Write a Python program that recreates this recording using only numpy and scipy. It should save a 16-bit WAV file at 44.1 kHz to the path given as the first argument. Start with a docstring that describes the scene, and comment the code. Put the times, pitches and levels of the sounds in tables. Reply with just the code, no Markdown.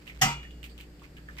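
"""A wavering mains hum and a low rumble fill a quiet room throughout. A tortoise's claws tick faintly,
then it knocks once against its wooden enclosure: the panels clack and ring, and the box thuds just after.
As the ring dies away, claws and shell tick and scrape along the wall, with a tiny squeak here and there
where a claw catches."""
import sys
import numpy as np
from scipy import signal
from scipy.fft import rfft, irfft, next_fast_len
from scipy.io import wavfile

SR = 44100
rng = np.random.default_rng(int(sys.argv[2]) if len(sys.argv) > 2 else 0)


def to_wav(sig):
    """Store sig (one row per channel, or 1-D mono) as 16-bit WAV at the path in sys.argv[1].

    Samples outside -1..1 are clipped; the rate is SR.
    """
    pcm = np.clip(np.atleast_2d(sig), -1, 1) * 32767
    pcm = np.round(pcm).astype(np.int16)
    wavfile.write(sys.argv[1], SR, pcm.T)  # frames by channels


N = 61739

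# Ride on the hum's fundamental (time [s], level [dB])
HUM_RIDE = [(0, -55), (.1, -58), (.18, -44), (.29, -50), (.38, -42.5), (.45, -47.5), (.56, -45),
            (.8, -49.5), (1.07, -55), (1.38, -47.5)]
# Steady hum overtones (frequency [Hz], level [dB])
HUM_OVERTONES = [(177.6, -60.5), (236.9, -67), (296.1, -62), (359, -69.5)]
# EQ curves of room tone, scrape, tick sparkle, panel clack and after-ring (frequency [Hz], shape [dB])
ROOM_EQ = [(20, -12.5), (70, -10), (100, -14), (310, -15.5), (440, -16.5), (650, -25), (1100, -31.5),
           (1800, -27.5), (3200, -34.5), (3900, -37.5), (4700, -31), (6000, -42.5), (7800, -36.5),
           (10000, -51), (13000, -42), (15500, -50)]
SCRAPE_EQ = [(400, -20), (1200, -2.5), (2400, 1), (4500, -10), (8000, -14.5), (10000, -27.5),
             (15000, -16.5)]
SPARKLE_EQ = [(300, -66), (1500, -4), (3000, 5), (5000, -12), (8000, -8), (10000, -17.5), (13000, -9.5),
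              (15500, -8)]
CLACK_EQ = [(180, -62), (300, -17.5), (535, -21), (696, -5), (769, -1.5), (1020, -13.5), (1260, -7),
            (1440, -12), (1840, -5.5), (2690, -13.5), (2930, -2.5), (3870, -17.5), (5570, -9.5), (7020, -9),
            (10300, -27), (14000, -17.5), (15500, -37)]
RING_EQ = [(180, -41), (300, -17.5), (411, -16), (500, -18.5), (794, -14), (863, -14.5), (953, -6),
           (1020, -13.5), (1350, -6.5), (1640, -19.5), (2480, -9), (2690, -16.5), (3510, -21), (3750, -22),
           (4800, -19), (8010, -19.5), (8990, -38), (13800, -35), (15500, -41)]
# Stereo image of the room and of the wood (frequency [Hz], left-right correlation [0 wide, 1 mono])
ROOM_IMAGE = [(100, 0.91), (300, 0.93), (1000, 0.15), (3000, 0), (12000, 0.12)]
WOOD_IMAGE = [(200, 0.38), (700, 1), (2000, 0.52), (6000, 0.088)]
# Drags of the shell (centre time [s], half-width [s], level [dB])
SHELL_DRAGS = [(-0, 0.12, -61), (0.087, 0.029, -56), (0.192, 0.11, -58.5), (0.434, 0.04, -58.5),
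               (0.65, 0.017, -61), (.71, 0.026, -65.5), (.81, 0.054, -59.5), (1.041, 0.033, -55.5),
               (1.185, 0.034, -62), (1.33, 0.077, -62), (1.389, 0.026, -45)]
# Claws catching (time [s], pitch [Hz], level [dB])
CLAW_CATCHES = [(.695, 4540, -59), (.712, 4560, -61), (.696, 8200, -65), (1.285, 1735, -50),
                (1.286, 1230, -56), (1.17, 1650, -57), (.43, 1815, -56), (.449, 1850, -53)]
# Claws tapping (time [s], level [dB], resonance [Hz], brightness [dB])
CLAW_TAPS = [(0.0683, -43, 2450, -5), (0.076, -35.5, 2470, -13), (0.09, -48, 2450, -0.5),
             (0.0957, -35.5, 2230, -14.5), (.429, -42.5, 2440, -13), (0.4502, -44, 2250, -21),
             (0.508, -47.5, 2990, -6), (0.6297, -41, 2770, -1.5), (0.6412, -38.5, 2500, -0.5),
             (0.647, -41.5, 2700, -5), (0.654, -48, 2400, 0), (0.662, -51.5, 2500, 6),
             (0.6949, -55, 3560, -1), (0.7784, -46, 2950, 0.5), (0.7865, -48, 2930, -5),
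             (0.798, -49.5, 2700, -2), (0.803, -44.5, 2510, -1), (0.81, -42.5, 2600, -1.5),
             (.995, -54, 2850, -3.5), (1.0184, -47, 1110, -12), (1.0396, -43, 2280, -20),
             (1.1677, -44.5, 2680, -7), (1.183, -48.5, 1640, -6), (1.2865, -40.5, 1530, -12),
             (1.3745, -43.5, 2200, -6.5), (1.3862, -32, 2210, -11), (1.394, -67, 2100, -6)]
# Low modes of the box (frequency [Hz], peak [dB], time to peak [s], t60 [s])
BOX_MODES = [(42.6, -35, .045, 0.027), (120.2, -29, 0.029, 0.038), (143, -30, 0.03, 0.35),
             (170.8, -32, 0.041, 0.027), (224.4, -34, 0.045, 0.083), (267, -41, 0.045, 0.058)]
# Panel modes before the attack ramp
# (frequency [Hz], peak [dB], time to peak [s], t60 [s], left over right [dB])
PANEL_MODES = [(762, -23, .017, .065, -3), (722, -36, .03, .12, -3), (802, -38, .05, .12, -3),
               (1125, -40, .04, .16, -2), (1277, -32, .025, .16, 1), (1355, -40, .06, .11, -4),
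               (1833, -21, .006, .045, -2), (1930, -21, .006, .045, -4), (1972, -34, .02, .14, -6),
               (2050, -35, .035, .18, -2), (2102, -38, .05, .12, 1), (2567, -37, .03, .18, -6),
               (2819, -30, .008, .12, -5), (2928, -26, .006, .12, -2), (3171, -34, .01, .17, -2),
               (3420, -46, .07, .12, 0), (4781, -40, .02, .22, -3), (5588, -32, .008, .12, 1),
               (5679, -29, .008, .1, 1), (5850, -34, .01, .14, -3), (6028, -33, .01, .14, 0),
               (8242, -37, .008, .15, 2), (937.5, -33, .074, .075, -4), (2390, -44, .07, .2, -2),
               (2878, -36, .015, .62, 2), (3402, -49, .015, .65, 0), (5998, -58, .015, .7, 0),
               (6761, -62, .015, 1.2, 0)]
# Placement of the clack and after-ring (frequency [Hz], left over right [dB])
PANEL_PAN = [(250, 1.5), (700, -3.5), (1400, -2), (2800, -2), (5600, 1), (9000, 2), (13000, -5)]
# Decay of the after-ring (frequency [Hz], t60 [s])
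RING_DECAY = [(300, 0.095), (700, 0.27), (1400, 0.22), (2800, 0.32), (5500, 0.16), (8000, 0.17),
              (13000, 0.14)]

KNOCK_S = .2115
LEAD_S = .0002135  # the left channel hears the tortoise first
SIDES = np.array([[1], [-1]])  # left, right


def amp(db):
    """Decibels to gain."""
    return 10 ** (np.asarray(db) / 20)


def unit(x):
    """Scale to rms 1."""
    return x / np.sqrt(np.mean(x ** 2) + 1e-20)


def along(points, hz):
    """Read (Hz, value) points on a log frequency axis."""
    f, v = np.transpose(points)
    return np.interp(np.log(hz + 1), np.log(f + 1), v)


def since(s):
    """Time since s, zero before it."""
    return np.maximum(np.arange(N) / SR - s, 0)


def fade(t, t60):
    """Decay by 60 dB in t60."""
    return np.exp(-np.log(1000) * t / t60)


def rise(t, length):
    """A smooth ramp from 0 to 1."""
    return np.sin(np.pi / 2 * np.minimum(t / length, 1)) ** 2


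def swell(t, peak_s, t60):
    """An envelope that blooms to 1 at peak_s, then dies away."""
    return (t / peak_s) ** (np.log(1000) * peak_s / t60) * fade(t - peak_s, t60)


def bump(t, centre_s, half_width_s):
    """A bell-shaped fade in and out."""
    return np.exp(-2 * ((t - centre_s) / half_width_s) ** 2)


def pan(db):
    """Stereo gains with the left db above the right."""
    return amp(SIDES * db / 2)


def filtered(x, response):
    """Pass x through a frequency response."""
    size = next_fast_len(N + SR // 4)
    return irfft(rfft(x, size) * response(np.fft.rfftfreq(size, 1 / SR)), size)[..., :N]


def lead(x):
    """Put the left channel a hair ahead of the right."""
    return filtered(x, lambda f: np.exp(1j * np.pi * f * LEAD_S * SIDES))


def resonance(hz, q):
    """Two band-passes in series, for steep skirts."""
    return lambda f: (1j * f * hz / q / (hz * hz - f * f + 1j * f * hz / q)) ** 2


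def eq(points):
    """The response of an EQ curve."""
    return lambda f: amp(along(points, f))


def noise(response, image=WOOD_IMAGE):
    """Coloured mid-side noise, as left and right at rms 1."""
    def mid_side(f):
        width = np.arccos(np.clip(along(image, f), -1, 1)) / 2
        return response(f) * np.array([np.cos(width), np.sin(width)])
    mid, side = filtered(rng.standard_normal((2, N)), mid_side)
    return unit(np.array([mid + side, mid - side]))


def mode(t, hz, peak_s, t60):
    """One blooming, dying resonance; the left leads by up to a quarter cycle."""
    phase = rng.random() + min(hz * LEAD_S, 1 / 4) / 2 * SIDES
    return swell(t, peak_s, t60) * np.sin(2 * np.pi * (hz * t + phase))


def room_tone():
    """A bed of low rumble and faint hiss, with one boomy band."""
    rumble = amp(-55) * noise(eq(ROOM_EQ), ROOM_IMAGE)
    boom = amp(-59.5) * noise(resonance(hz=139.6, q=4.6), ROOM_IMAGE)
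    return rumble + boom


def mains_hum():
    """A wavering fundamental under steady overtones."""
    t = since(0)
    tone = lambda hz: np.sqrt(2) * np.sin(2 * np.pi * (hz * t + rng.random()))
    ride = amp(np.interp(t, *np.transpose(HUM_RIDE)))
    return ride * tone(hz=59) + sum(amp(db) * tone(hz) for hz, db in HUM_OVERTONES)


def shell_scrapes():
    """The dragging shell slips in tiny random steps: gritty strokes that swell and fade."""
    t = since(0)
    slips_per_s = 700
    slips = (rng.random(N) < slips_per_s / SR) * rng.exponential(size=N)
    slip_energy = signal.fftconvolve(slips, fade(t, t60=.005))[:N]
    grit = unit(np.sqrt(np.abs(slip_energy)))
    strokes = sum(amp(db) * bump(t, s, half_width) for s, half_width, db in SHELL_DRAGS)
    return strokes * grit * noise(eq(SCRAPE_EQ))


def claw_squeaks():
    """A catching claw rings briefly and roughly around one pitch."""
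    return sum(amp(db) * swell(since(s), peak_s=.007, t60=.09) * noise(resonance(hz, q=16))
               for s, hz, db in CLAW_CATCHES)


def claw_ticks():
    """Each tap is a dry click with a short tail inside the box; duller taps have a softer attack."""
    ticks = np.zeros((2, N))
    sparkle = noise(eq(SPARKLE_EQ))
    for s, db, hz, bright_db in CLAW_TAPS:
        t = since(s)
        attack = rise(t, .0004 / amp(bright_db))
        decay = fade(t, t60=.009) + amp(-10) * fade(t, t60=.15)
        body = noise(resonance(hz, q=2.9))
        top = amp(bright_db) * np.roll(sparkle, rng.integers(N), axis=1)
        ticks += amp(db) * attack * decay * (body + top)
    return ticks


def box_thud():
    """The whole box takes up the blow slowly and booms."""
    return sum(amp(db) * mode(since(KNOCK_S), hz, peak_s, t60) for hz, db, peak_s, t60 in BOX_MODES)


def panel_noise(curve):
    """Woody noise, equalised and panned band by band."""
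    return noise(lambda f: eq(curve)(f) * pan(along(PANEL_PAN, f)))


def panel_ring():
    """The panels' dense after-ring dies band by band, with one small late swell."""
    hz, times, bands = signal.stft(panel_noise(RING_EQ), SR, nperseg=256)
    age = np.maximum(times - KNOCK_S, 0)
    bloom = amp(-31) * swell(age, peak_s=.04, t60=along(RING_DECAY, hz)[:, None])
    late_swell = amp(-42.5) * bump(times, centre_s=.324, half_width_s=.034)
    return signal.istft(bands * np.hypot(bloom, late_swell), SR, nperseg=256)[1][:, :N]


def shell_knock():
    """The shell hits a panel: a short clack, a dense ring and clear modes that bloom in turn."""
    t = since(KNOCK_S)
    attack = rise(t, .0115)
    ring = panel_ring()
    clack = amp(-14) * panel_noise(CLACK_EQ) * fade(t, t60=.17)
    modes = sum(amp(db) * pan(side_db) * mode(t, hz, peak_s, t60)
                for hz, db, peak_s, t60, side_db in PANEL_MODES)
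    return attack * (lead(clack + ring) + modes)


def scene():
    """The knock up front, the small movements louder on the right, the room underneath."""
    knock = shell_knock() + box_thud()
    movement = claw_ticks() + shell_scrapes() + claw_squeaks()
    return knock + pan(-4.5) * lead(movement) + mains_hum() + room_tone()


def record(dry):
    """A brick-wall high cut on the mix."""
    cutoff_hz = 15350
    return filtered(dry, lambda hz: 1 / np.sqrt(1 + (hz / cutoff_hz) ** 160))


dry = scene()
out = record(dry)
to_wav(out)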